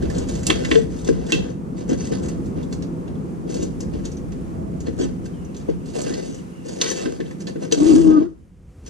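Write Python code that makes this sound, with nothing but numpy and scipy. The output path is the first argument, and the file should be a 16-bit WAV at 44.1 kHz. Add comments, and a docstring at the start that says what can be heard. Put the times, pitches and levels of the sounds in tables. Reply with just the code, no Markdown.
"""Hands thread thin wire through a metal grid box on a wooden bench in a closed garage.
Wire and skin rub the grid (dense random slips) and click on it (noise cracks), both ringing its modes.
The box bumps on the bench (decaying bench modes) and late on is dragged across it (wavering hum, rumble).
A faint squeak and a faint hum come and go; a low rumble and a faint hiss (coloured noise) lie below.
The two ports of a small microphone on the bench hear it all, with short diffuse echoes."""
import sys
import numpy as np
from scipy import signal
from scipy.fft import rfft, irfft, next_fast_len
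from scipy.io import wavfile
from scipy.ndimage import uniform_filter1d, minimum_filter1d, map_coordinates

SR = 44100
rng = np.random.default_rng(int(sys.argv[2]) if len(sys.argv) > 2 else 0)


def output_pcm(signal):
    """Save a mono or channel-first signal as 16-bit PCM at the path in sys.argv[1].

    Samples are clipped to [-1, 1] before scaling.
    """
    pcm = np.clip(np.atleast_2d(signal).T, -1, 1) * 32767
    wavfile.write(sys.argv[1], SR, np.round(pcm).astype(np.int16))


N = 392049
SIZE = next_fast_len(N + SR)
HZ = np.maximum(np.arange(SIZE // 2 + 1) * SR / SIZE, 1)   # frequency axis of the long filters

# Modes of the metal grid box. Each row: frequency in Hz, nominal width in Hz, relative level in dB.
GRID_MODES = [(1035, 14, -5), (1085, 14, -2), (1265, 30, -6), (1545, 26, 1), (1600, 30, 0), (1750, 22, 1),
              (1935, 18, 1), (1988, 20, -5), (2310, 30, -9), (2685, 16, 0), (2790, 25, -4), (3090, 30, -3),
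              (3255, 24, -4), (3330, 90, -4), (3420, 22, -4), (3478, 18, -4), (3770, 24, -1),
              (4230, 18, -3), (4520, 45, -2), (4755, 16, -5), (5070, 30, -8), (5230, 26, -7),
              (5450, 27, -9), (6025, 30, -2), (6082, 22, -2), (6245, 40, -3), (6420, 45, -6),
              (6850, 50, -1), (7280, 30, 0), (7700, 70, 0), (8430, 100, 0), (9240, 69, 3),
              (10030, 43, -2.5)]
# Modes of the wooden bench top. Each row: frequency in Hz, nominal width in Hz, relative level in dB.
BENCH_MODES = [(266.4, 14, 0.5), (320.3, 65, 4), (365.2, 75, 3), (446.4, 27, 7), (493.5, 80, 5.5)]
# The whole bench shuddering on its legs. Each row: frequency in Hz, width in Hz, relative level in dB.
LEG_MODES = [(73, 4.4, -23), (160, 4.8, -11)]


def amp(db):
    """Decibels to gain."""
    return 10 ** (np.asarray(db) / 20)


def unit(x):
    """Scaled to rms 1."""
    return x / np.sqrt(np.mean(x ** 2) + 1e-20)


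def in_time(rows):
    """Columns of a curve table, one value per sample."""
    s, *columns = np.transpose(rows)
    return [np.interp(np.arange(N) / SR, s, c) for c in columns]


def at_hz(points, hz, column=1):
    """A spectrum table read on a log-frequency axis."""
    points = np.array(points, float)
    return np.interp(np.log(hz), np.log(np.maximum(points[:, 0], 1)), points[:, column])


def shaped(x, response):
    """x through a frequency response given on HZ."""
    return irfft(rfft(x, SIZE) * response, SIZE)[..., :N]


def split(x, low_hz, high_hz):
    """One band of x."""
    return signal.sosfilt(signal.butter(2, [low_hz, high_hz], "band", fs=SR, output="sos"), x)


def drift(rate):
    """Slow chance: random steps of spread 1, rate per second, joined by straight lines."""
    steps = rng.standard_normal(int(N / SR * rate) + 2)
    return np.interp(np.arange(N) / SR * rate, np.arange(len(steps)), steps)


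def add(track, s, sound):
    """Mix a sound in at time s."""
    i = int(s * SR)
    track[i:i + len(sound)] += sound[:N - i]


def ring(x, hz, width):
    """One resonance, gain 1 on top."""
    r, w = np.exp(-np.pi * max(width, 3) / SR), 2 * np.pi * hz / SR
    return signal.lfilter([(1 - r * r) / 2, 0, (r * r - 1) / 2], [1, -2 * r * np.cos(w), r * r], x)


def background():
    """Coloured noise, mid and side unrelated, in four bands that waver in level."""
    # Each row: time in seconds, then nominal levels in dB of the low, body and top bands.
    band_levels = [(0.0, -29.5, -28.5, -55), (0.8, -36.5, -29.5, -55.5), (1.6, -42.5, -32, -62),
                   (2.3, -38.5, -27, -58), (3.4, -46, -30.5, -59.5), (3.9, -36.5, -31, -58),
                   (5.0, -41.5, -31.5, -59.5), (5.9, -44.5, -34, -59), (7.0, -57.5, -37.5, -58),
                   (7.699, -58, -33.5, -60.5), (8.3, -55, -49.5, -71.5), (8.55, -46, -56.5, -72),
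                   (8.89, -40, -50, -63.5)]
    # Each row: time in seconds, level in dB of the 0.7-1.1 kHz band relative to the body.
    upper_body = [(0, -16), (5.5, -17), (6.8, -18), (8.3, -17.5), (8.6, -9), (8.89, -8)]
    # Spectrum of the noise ahead of the band levels. Each row: frequency in Hz, relative dB.
    floor_colour = [(15, -44.5), (25, -11.5), (59, 3.5), (68, 1), (80, 4), (96, -4.5), (122, -1.5),
                    (135, -1.5), (160, 5), (190, 6), (226, -0.5), (263, 3.5), (300, -3.5), (335, -0.5),
                    (400, -6), (495, -8.5), (598, -22.5), (848, -31), (1300, -32.5), (2100, -43),
                    (3830, -53), (5200, -52), (6200, -50.5), (7200, -51.5), (9810, -54), (12200, -60.5),
                    (13500, -59), (15500, -99.5)]
    # Each row: frequency in Hz, side minus mid in dB ahead of the width.
    side_colour = [(40, 6.5), (55, -10.5), (100, 0.5), (160, -0.5), (280, -10), (480, 2.5), (900, 6.5),
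                   (1900, 3), (4000, -2.5), (8000, 2)]
    # Stereo width. Each row: time in seconds, gain of the side.
    side_gain = [(0, 0.68), (8.3, 0.92), (8.45, 0.44), (8.65, 0.16), (8.83, 0.01), (8.87, 0.1)]

    low_db, body_db, top_db = in_time(band_levels)
    upper_db = body_db + in_time(upper_body)[0]
    width = np.clip(in_time(side_gain)[0], 0, 1.5)
    colour = amp(at_hz(floor_colour, HZ))
    mid_side = shaped(rng.standard_normal((2, N)), [colour, colour * amp(at_hz(side_colour, HZ))])
    out = 0
    # band edges in Hz, level in dB, waver in dB
    for low, high, db, waver_db in [(15, 105.0, low_db, 1.0), (113.6, 372, body_db, 0.75),
                                    (673, 1123, upper_db, 1), (2050, 13000, top_db, 0.72)]:
        band = np.sqrt(1 / (1 + (low / HZ) ** 8) / (1 + (HZ / high) ** 8))
        share = shaped(mid_side, band)
        share = share / np.std(share[0]) * amp(db + waver_db * drift(9))
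        out = out + share[0] + width * share[1] * [[1], [-1]]
    return out


def faint_hum():
    """A narrow band of noise, from two resonances in a row, swells and goes."""
    # Each row: time in seconds, level in dB.
    swell = [(3.9, -73), (4.3, -63), (4.75, -51), (5.0, -83)]
    hum_hz, width_hz = 650, 28.7   # width of each resonance
    level_db, = in_time([(3.8, -120)] + swell + [(5.1, -120)])
    noise = ring(rng.standard_normal(N), hum_hz, width_hz)
    return amp(level_db) * unit(ring(noise, hum_hz, width_hz))


def squeak():
    """A thin whistle, roughened by fast random pitch and level, slides down and then lingers."""
    # Each row: time in seconds, centre level in dB, centre pitch in Hz.
    whistle = [(5.31, -85, 3250), (5.335, -63, 3150), (5.42, -62, 2830), (5.55, -65, 2600),
               (5.65, -76, 2700), (5.9, -64, 2800), (6.3, -62, 2800), (6.39, -57, 2830), (6.44, -76, 2800),
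               (6.52, -62, 2800), (6.68, -60, 2780)]
    level_db, hz = in_time([(5.3, -120, 3400)] + whistle + [(6.72, -120, 2750)])
    phase = 2 * np.pi * np.cumsum(hz + 135 * drift(450)) / SR
    return amp(level_db + 3 * drift(120)) * np.sin(phase)


def drag():
    """Stick-slip drives the bench top: one narrow wavering hum with overtones over a lumpy rumble."""
    # Each row: time in seconds, nominal level in dB, centre pitch of the bench-top hum in Hz.
    drag_moves = [(7.72, -31, 308.3), (7.736, -23, 304.8), (7.754, -37, 309), (7.782, -19, 290.2),
                  (7.796, -22, 286.5), (7.824, -11, 297.6), (7.84, -17.5, 312.3), (7.866, -12.5, 312.2),
                  (7.886, -15, 333.5), (7.908, -10, 318.2), (7.938, -10.5, 298), (7.952, -21, 293),
                  (7.968, -10, 313), (7.996, -13, 326.4), (8.022, -13.5, 326.8), (8.082, -10, 316.3),
                  (8.166, -14, 313.8), (8.186, -11.5, 294), (8.198, -26, 294), (8.21, -12.5, 313.6),
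                  (8.226, -18, 329), (8.246, -23, 333), (8.27, -30, 358), (8.292, -39.5, 319.5),
                  (8.33, -39, 323), (8.36, -68, 325)]
    # Swell of the hum's overtones as the box slows. Each row: time in seconds, change in dB.
    rasp = [(7.8, 1), (8.04, -8), (8.11, 4.5), (8.17, 10), (8.22, 0)]
    # Spectrum of the rumble. Each row: frequency in Hz, relative dB.
    rumble_colour = [(24, -64.5), (40, -39), (69, -23.5), (133, -26), (188, -16), (225, -16.5), (316, -9.5),
                     (450, -24), (807, -40), (1220, -40.5), (1400, -56), (1820, -78), (3080, -120)]

    level_db, hum_hz = in_time([(7.69, -99.5, 300)] + drag_moves + [(8.4, -100, 321)])
    phase = 2 * np.pi * np.cumsum(hum_hz + 4.0 * drift(70)) / SR
    hum = amp(1.3 * drift(50)) * np.sin(phase)
    rasp_db = in_time(rasp)[0]
    for harmonic, db in zip((2, 3, 4, 5), (-35, -43, -41, -44)):
        hum = hum + amp(db + rasp_db + 4.5 * drift(30)) * np.sin(harmonic * phase)
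    lumpy = rng.standard_normal(N) * amp(2.5 * drift(25))
    rumble = unit(shaped(lumpy, amp(at_hz(rumble_colour, HZ))))
    return amp(level_db) * (amp(2.5) * hum + amp(-8.5) * rumble)


def bumps():
    """A soft push rings the bench modes nearest the pitch centre, each with a strength of its own."""
    # Each row: start in seconds, peak of the bench modes in dB, pitch centre in Hz,
    # T60 in seconds of a decay on top of the modes' own.
    knocks = [(0.03, -17.5, 284, 0.21), (0.497, -13.5, 325, 0.27), (0.615, -22, 342, 0.11),
              (0.715, -11.5, 283, 0.22), (0.754, -12, 400, 0.93), (0.789, -20, 386, 0.3),
              (1.09, -8.5, 330, 0.19), (1.323, -9.5, 303, 0.15), (1.897, -18.5, 287, 0.18),
              (1.919, -12.5, 289, 0.1), (2.108, -22.5, 318, 0.3), (2.206, -23, 250, 0.16),
              (2.98, -32, 274, 0.065), (3.456, -26.5, 325, 0.18), (3.496, -21.5, 235, 0.16),
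              (3.594, -19, 338, 0.058), (3.629, -21, 306, 0.38), (3.942, -21.5, 268, 0.17),
              (4.883, -18.5, 286, 0.065), (5.0, -12.5, 290, 0.12), (5.03, -19.5, 267, 0.29),
              (5.249, -30, 267, 0.16), (5.689, -13, 330, 0.1), (5.963, -21, 402, 0.13),
              (6.103, -20, 265, 0.11), (6.287, -24.5, 224, 0.15), (7.006, -25.5, 263, 0.031),
              (7.059, -15.5, 302, 0.16), (7.075, -27, 350, 0.76), (7.201, -18, 324, 0.2),
              (7.47, -27.5, 316, 0.06), (7.558, -23, 327, 0.12), (7.724, -15, 342, 0.11),
              (7.939, -5.5, 260, 0.25), (8.183, -22.5, 262, 0.17)]
    out, t = np.zeros(N), np.arange(12000) / SR
    f, width, mode_db = np.transpose(BENCH_MODES)[:, :, None]
    shudder = sum(amp(db) * np.exp(-np.pi * w * t) * np.sin(2 * np.pi * hz * t) for hz, w, db in LEG_MODES)
    shudder = shudder * (1 - np.exp(-t / 0.041))   # the heavy frame is slow to start
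    chance = rng.standard_normal((len(knocks), len(BENCH_MODES), 1))
    for (s, db, centre_hz, t60), spread in zip(knocks, chance):
        near_db = -(np.log2(f / centre_hz) / 0.16) ** 2
        strength_db = mode_db + near_db + 3.0 * spread
        modes = amp(strength_db) * np.exp(-.8 * width * t) * np.sin(2 * np.pi * f * t)
        soft_push = 1 - np.exp(-t / 0.0025)
        sound = modes.sum(axis=0) * amp(-60 * t / max(t60, .02)) * soft_push
        add(out, s, amp(db) * (sound / np.abs(sound).max() + shudder))
    return out


def strokes():
    """Each stroke rises fast, sags while it lasts and dies away; the loudest one counts. Dull and bright dB."""
    # Wire and skin sliding on the grid. Each row: start in seconds, length in seconds, nominal level in dB,
    # treble relative to that level in dB, sag over the stroke in dB.
    slides = [(0.021, 0.04, -46, -17, 0), (0.099, 0.12, -47.5, -4, -5), (0.292, 0.14, -43.5, 6.5, 13),
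              (0.473, 0.04, -39, 7, 2), (0.527, 0.1, -37, -0.5, 7.5), (0.65, 0.048, -35.5, -8, 8),
              (0.713, 0.13, -36, 2, 16), (0.902, 0.14, -58.5, 8.5, -2.5), (1.058, 0.015, -49, 1, -2.5),
              (1.13, 0.23, -47, -4, 7), (1.292, 0.025, -39, -7, -9), (1.35, 0.038, -44.5, -10, -0.5),
              (1.423, 0.092, -47.5, -4, 5), (1.782, 0.047, -49, 1.5, 5), (1.903, 0.04, -39.5, -0.5, 5.5),
              (1.989, 0.075, -53, 12.5, -4), (2.124, 0.07, -42, 5, 11), (2.24, 0.11, -45, 2.5, 13),
              (2.457, 0.021, -60, 4, 3), (2.575, 0.05, -48.5, -17, 4.5), (2.724, 0.031, -54, 2, 14),
              (2.83, 0.042, -57, -16, 14), (3.493, 0.14, -48.5, 3.5, -4), (3.69, .012, -58.5, 4, 2.5),
              (3.82, 0.048, -50, 2, 18), (3.939, 0.045, -44.5, -13, 6.5), (4.056, 0.028, -46, 1, 14),
              (4.871, 0.031, -43, -3, 11), (5.003, 0.042, -37, -1.5, 4), (5.257, 0.0099, -59, 8, 18),
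              (5.553, 0.057, -59.5, 0, -3.5), (5.699, 0.029, -45.5, -16, 10.5),
              (5.867, 0.076, -56.5, 6.5, 4), (5.957, 0.23, -43.5, 3.5, 1), (6.228, 0.18, -47, 5, 13),
              (6.658, 0.13, -50, 4, -0.5), (6.821, 0.056, -31, 1, 2), (6.872, 0.026, -35, 6.5, -2.5),
              (6.964, 0.2, -36, 1, 16), (7.196, .12, -57, -5, -2.5), (7.421, 0.018, -51, 9, 16.5),
              (7.491, 0.034, -42.5, -2, 16), (7.616, 0.03, -46.5, -4, -3.5), (7.74, 0.027, -32, -1, 15.5),
              (7.774, 0.18, -42, 1.5, -7.5), (7.957, 0.11, -42, 2, 2), (8.074, 0.15, -43, -6.5, 7),
              (8.872, 0.036, -58, 11.5, 2.5)]
    rise_db_per_s, fall_db_per_s = 697, 300
    start, length, db, treble_db, sag_db = np.transpose(slides)[:, :, None]
    t = np.arange(0, N + 64, 64) / SR
    since, length = t - start, np.maximum(length, .005)
    rise = rise_db_per_s * np.minimum(since, 0)
    sag = sag_db * np.clip(since / length, 0, 1)
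    fall = fall_db_per_s * np.maximum(since - length, 0)
    shape = db + rise - sag - fall
    return [np.interp(np.arange(N) / SR, t, np.max(shape + tilt, axis=0)) for tilt in (0, treble_db)]


def rub():
    """Dense uneven slips ring the grid, the moving contact favouring other modes in turn, and shake the bench."""
    # Spectrum of the scrape. Each row: frequency in Hz, relative dB.
    scrape_colour = [(500, -26.5), (900, -2.5), (1300, 1), (1800, 0.5), (2250, -0.5), (2800, 1),
                     (3300, -4.5), (4500, 3), (6300, 3.5), (9000, -7), (12000, -18), (15000, -27.5)]
    # The rubbing hand favours the modes of 1.4-2.1 kHz. Each row: time in seconds, change in dB.
    lean = [(0, 0), (1.2, 2), (2.0, 2.5), (3.4, -2), (3.7, -2), (5.0, 0.5), (5.9, -3.5), (6.12, 5),
            (6.3, -4), (6.9, -2.5), (7.3, 0.5), (7.9, -5), (8.2, -0.5)]
    slips_per_s, favour_db, bare_db = 4500, 3.8, -5.5
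    damping = 1.6   # fingers on the grid widen its modes

    dull_db, bright_db = strokes()
    sizes = amp(3.0 * np.minimum(rng.exponential(1, N), 5)) * rng.choice([-1, 1], N)
    happens = rng.random(N) < slips_per_s / SR
    slips = unit(sizes * happens * amp(2.2 * np.clip(drift(160), -2, 1.6)))
    coloured = shaped(slips, amp(at_hz(scrape_colour, HZ)))
    dull = amp(dull_db - 4) * unit(split(coloured, 700, 3800))
    bright = amp(bright_db - 5) * unit(split(coloured, 3800, 17000))
    drive = dull - bright

    lean_db, = in_time(lean)
    grid = 0
    for hz, width, db in GRID_MODES:
        mode_db = db + 2.5 + favour_db * drift(30) + lean_db * (1400 < hz < 2100)
        grid = grid + ring(drive * amp(mode_db), hz, damping * width)
    # the heavy bench follows gentle strokes, not the sharp peaks
    shake = np.minimum(amp(dull_db), amp(-44.0)) * split(slips, 40, 508)
    bench = sum(ring(shake * amp(db + 22.0), hz, width) for hz, width, db in BENCH_MODES + LEG_MODES)
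    return amp(bare_db) * drive + grid + bench


def clicks():
    """Each click is a short crack of noise that also rings the grid modes, most those near its favoured pitch."""
    # Wire or finger striking the grid. Each row: start in seconds, peak in dB, base colour at 1 kHz in dB,
    # treble colour in dB (before fixed offsets per frequency), favoured pitch in Hz.
    strikes = [(0.0236, -31, -7.5, -17.5, 1610), (0.099, -31, -3, -5.5, 1750),
               (0.147, -32.5, -19, -17, 4440), (0.181, -26.5, -18, -9, 7800),
               (0.286, -32, -7.5, -1.5, 6660), (0.352, -30, -6.5, -12, 6700), (0.431, -30.5, -4, -7, 6600),
               (0.467, -10, -19.5, -3.5, 9100), (0.469, -24, -22, -19.5, 2690),
               (0.4998, -11, -11.5, -23.5, 2100), (0.5024, -6.5, 4.5, -15.5, 3320),
               (0.508, -20, -9.5, -23, 2690), (0.647, -20.5, -6.5, -18.5, 2000),
               (0.7131, -10.5, -8.5, -41, 2080), (0.716, -22.5, -5, -25, 3500),
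               (0.7534, -13.5, -9.5, -34, 1470), (0.9864, -39.5, -24, -8, 1660),
               (1.046, -29, -26, -1.5, 3430), (1.0748, -25, -5.5, -14, 5760), (1.087, -21, 1, -6.5, 1600),
               (1.265, -36, -8.5, -6, 3580), (1.296, -29, 5.5, -6.5, 1610), (1.3216, 1.5, -12.5, -17, 3330),
               (1.325, -8, -11.5, -25.5, 2660), (1.8912, -29.5, 3.5, -3.5, 6100),
               (1.974, -37.5, -7.5, 0, 6150), (2.005, -30.5, 1, -8, 6100), (2.1307, -30.5, -8, -13, 1540),
               (2.2326, -38.5, 4, 8, 1570), (2.2842, -31.5, 4.5, 2, 7860), (2.457, -45, -14.5, 1, 4200),
               (2.6275, -40, -25, -6, 3540), (2.7256, -29, -1, -6, 4300), (2.8226, -34, -7, -17.5, 5650),
               (3.0768, -38.5, -6, -20, 1640), (3.15, -48, -2, -18, 3330), (3.491, -46, -29, -13, 4830),
               (3.541, -27.5, -14, -7, 5400), (3.6263, -27.5, -10.5, -8.5, 6800),
               (3.804, -29, -6, -4.5, 5260), (4.0524, -27, -16, -15, 6700), (4.1156, -37.5, -22, -8, 5560),
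               (4.169, -39.5, -19.5, -13, 5900), (4.319, -40, -9, -12.5, 1670),
               (4.803, -33.5, -5.5, -5, 6860), (4.865, -33.5, -5.5, -32.5, 4260),
               (4.988, -33, -3, -3, 1570), (5.257, -35.5, -4.5, -7.5, 1540), (5.446, -45, -25, -2, 6100),
               (5.5443, -41, -13, -14, 2430), (5.565, -35.5, -27, -8, 6500), (5.689, -38.5, 11, -28, 2100),
               (5.857, -39, -24, -6, 4370), (5.884, -41, -18, -10, 4370), (5.936, -44.5, -21.5, -20, 6130),
               (5.959, -36, -12, -4, 2730), (6.015, -25.5, -10, 3.5, 7800), (6.035, -34, -12, -6, 6100),
               (6.104, -34.5, 0.5, -15, 1700), (6.061, -34, -3, -18, 2660), (6.1375, -24, -12, -14.5, 4420),
               (6.344, -35.5, -13.5, -5, 5700), (6.6826, -32.5, -12, -6, 4900),
               (6.8127, -9.5, -16, -17, 4410), (6.817, -10, -12, -6, 6050),
               (6.8604, -21.5, -14.5, -20.5, 1900), (6.9, -20.5, -9, -3, 6000), (6.913, -20, -8.5, 0, 1750),
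               (6.9638, -34, -17, 2, 6640), (7.0, -36, -15.5, -19, 2740), (7.0554, -25.5, -3, -29, 1570),
               (7.2023, -27.5, -2, -22, 1710), (7.258, -41.5, -20, -21, 3100), (7.309, -36, 2, -13.5, 1820),
               (7.403, -34.5, -2, -12, 6300), (7.4695, -26.5, -12.5, -19, 4570),
               (7.473, -34.5, 1, -19, 1760), (7.5568, -39, 1, -22, 1500), (7.6308, -35.5, -13.5, -12, 4260),
               (7.712, -26, -7, -15.5, 4520), (7.7223, -11, -16, -18, 5960), (7.866, -28.5, -26, -26, 6160),
               (7.934, -27.5, -20.5, -4.5, 7280), (8.113, -34, -5, -22, 1550),
               (8.862, -37.5, -1.5, -11.5, 5940)]
    ring_time = 0.72   # factor on the ring of the modes and the crack's tail
    rise_ms, slower_ms_per_db = 0.2, 0.18   # rise of a -5 dB blow; softer touches rise more slowly
    focus_db, focus_octaves = 3.5, .35   # the colour too is strongest around the favoured pitch
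    snap_s, snap_db = .0006, 7   # the first instant of contact

    out, t = np.zeros(N), np.arange(8192) / SR
    hz = np.maximum(np.arange(4097) * SR / 8192, 1)
    f, width, mode_db = np.transpose(GRID_MODES)[:, :, None]
    chance = rng.standard_normal((len(strikes), 2, len(GRID_MODES), 1))
    noise = rng.standard_normal((len(strikes), 8192))
    tones = np.sin(2 * np.pi * f * t)
    decays = np.exp(-5.5 * width * t / ring_time)
    snap = amp(snap_db) * np.exp(-t / snap_s)
    crack_tail = amp(-10) * np.exp(-t / (.03 * ring_time))
    crack_shape = snap + np.exp(-t / .004) + crack_tail
    fade_out = np.minimum(100 * (t[-1] - t), 1) ** 4
    for (s, db, low_db, high_db, near_hz), (spread, turn), hiss in zip(strikes, chance, noise):
        near_db = 12.4 * np.exp(-(np.log2(f / near_hz) / 0.065) ** 2)
        strength = amp(mode_db + 2.2 * spread + near_db)
        modes = np.sum(strength * decays * tones * np.sign(turn), axis=0)
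        crack = 3.2 * hiss * crack_shape
        rise = 1 - np.exp(-t * 1000 / max(rise_ms - slower_ms_per_db * (db + 5), .05))
        colour = at_hz([(500, low_db - 3.5), (1000, low_db), (1800, low_db + 2.5), (3500, 0.014),
                        (7000, high_db + 13.5), (10000, high_db - 1.0), (15000, high_db - 15.5)], hz)
        colour = colour + focus_db * np.exp(-(np.log2(hz / near_hz) / focus_octaves) ** 2)
        sound = irfft(rfft((modes + crack) * rise) * amp(colour)) * fade_out
        add(out, s, amp(db) * sound / np.abs(sound).max())
    return out


def ports(x):
    """One source as heard by both ports: level and phase differ with frequency."""
    # Each row: frequency in Hz, phase lead of left over right in radians, left minus right in dB.
    port_response = [(68.6, 4, 6.5), (152, 3.5, -2.5), (219, 4, -0.5), (272, 4.5, -4), (342, 7, 14.5),
                     (386, 3.5, 7), (501.4, 3.5, 5.5), (668, 3, -8), (794, -4, -0.5), (1150, 3, -2.5),
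                     (1490, 0, -1), (2050, 2.13, -0.5), (2660, 1.1, -5.5), (3400, 0.24, -4),
                     (4450, 1.1, -8.5), (5900, -1.5, 1), (7850, -1.5, -3), (10960, -0.8, -9)]
    lead = at_hz(port_response, HZ)
    balance = amp(at_hz(port_response, HZ, column=2) / 2)
    pair = np.array([balance * np.exp(.5j * lead), np.exp(-.5j * lead) / balance])
    return shaped(x, pair / np.maximum(np.abs(pair.mean(axis=0)), .38))   # evens out the sum of the ports


def wander(pair):
    """The contact moves about the box: lag and balance between the ports drift."""
    lag_s, pan = 1.1e-5, 1.5   # spread at each port, opposite in sign: seconds, dB
    lag, pan_db = lag_s * SR * drift(12), pan * drift(12)
    return np.array([amp(side * pan_db) * map_coordinates(x, [np.arange(N) + side * lag], order=3)
                     for x, side in zip(pair, (1, -1))])


def garage(x):
    """Diffuse echoes: decaying noise, unrelated at the two ports."""
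    t60_s = .33
    t = np.arange(SR // 2) / SR
    tail = rng.standard_normal((2, len(t))) * amp(-60 * t / t60_s) * (1 - np.exp(-t / 0.00015))
    return shaped(x, rfft(tail / np.sqrt(np.sum(tail ** 2) / 2), SIZE))


def scene():
    """Bench sounds, their echoes and the background; the bass comes mostly through the bench, with little echo."""
    hands = clicks() + rub()
    bench = bumps() + drag() + squeak() + faint_hum()
    echoes = amp(-9) * garage(split(hands + bench, 450, 17000))
    return wander(ports(hands)) + ports(bench) + echoes + background()


def record(dry):
    """A limiter eases the gain down just ahead of the highest peaks; the top is cut."""
    limit, limiter_s, cutoff_hz = .97, .012, 16300
    span = int(limiter_s * SR)
    room = limit / np.maximum(np.abs(dry).max(axis=0), limit)
    gain = uniform_filter1d(minimum_filter1d(room, size=2 * span), size=span)
    return signal.sosfilt(signal.cheby2(12, 70, cutoff_hz, fs=SR, output="sos"), gain * dry)


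dry = scene()
out = record(dry)
output_pcm(out)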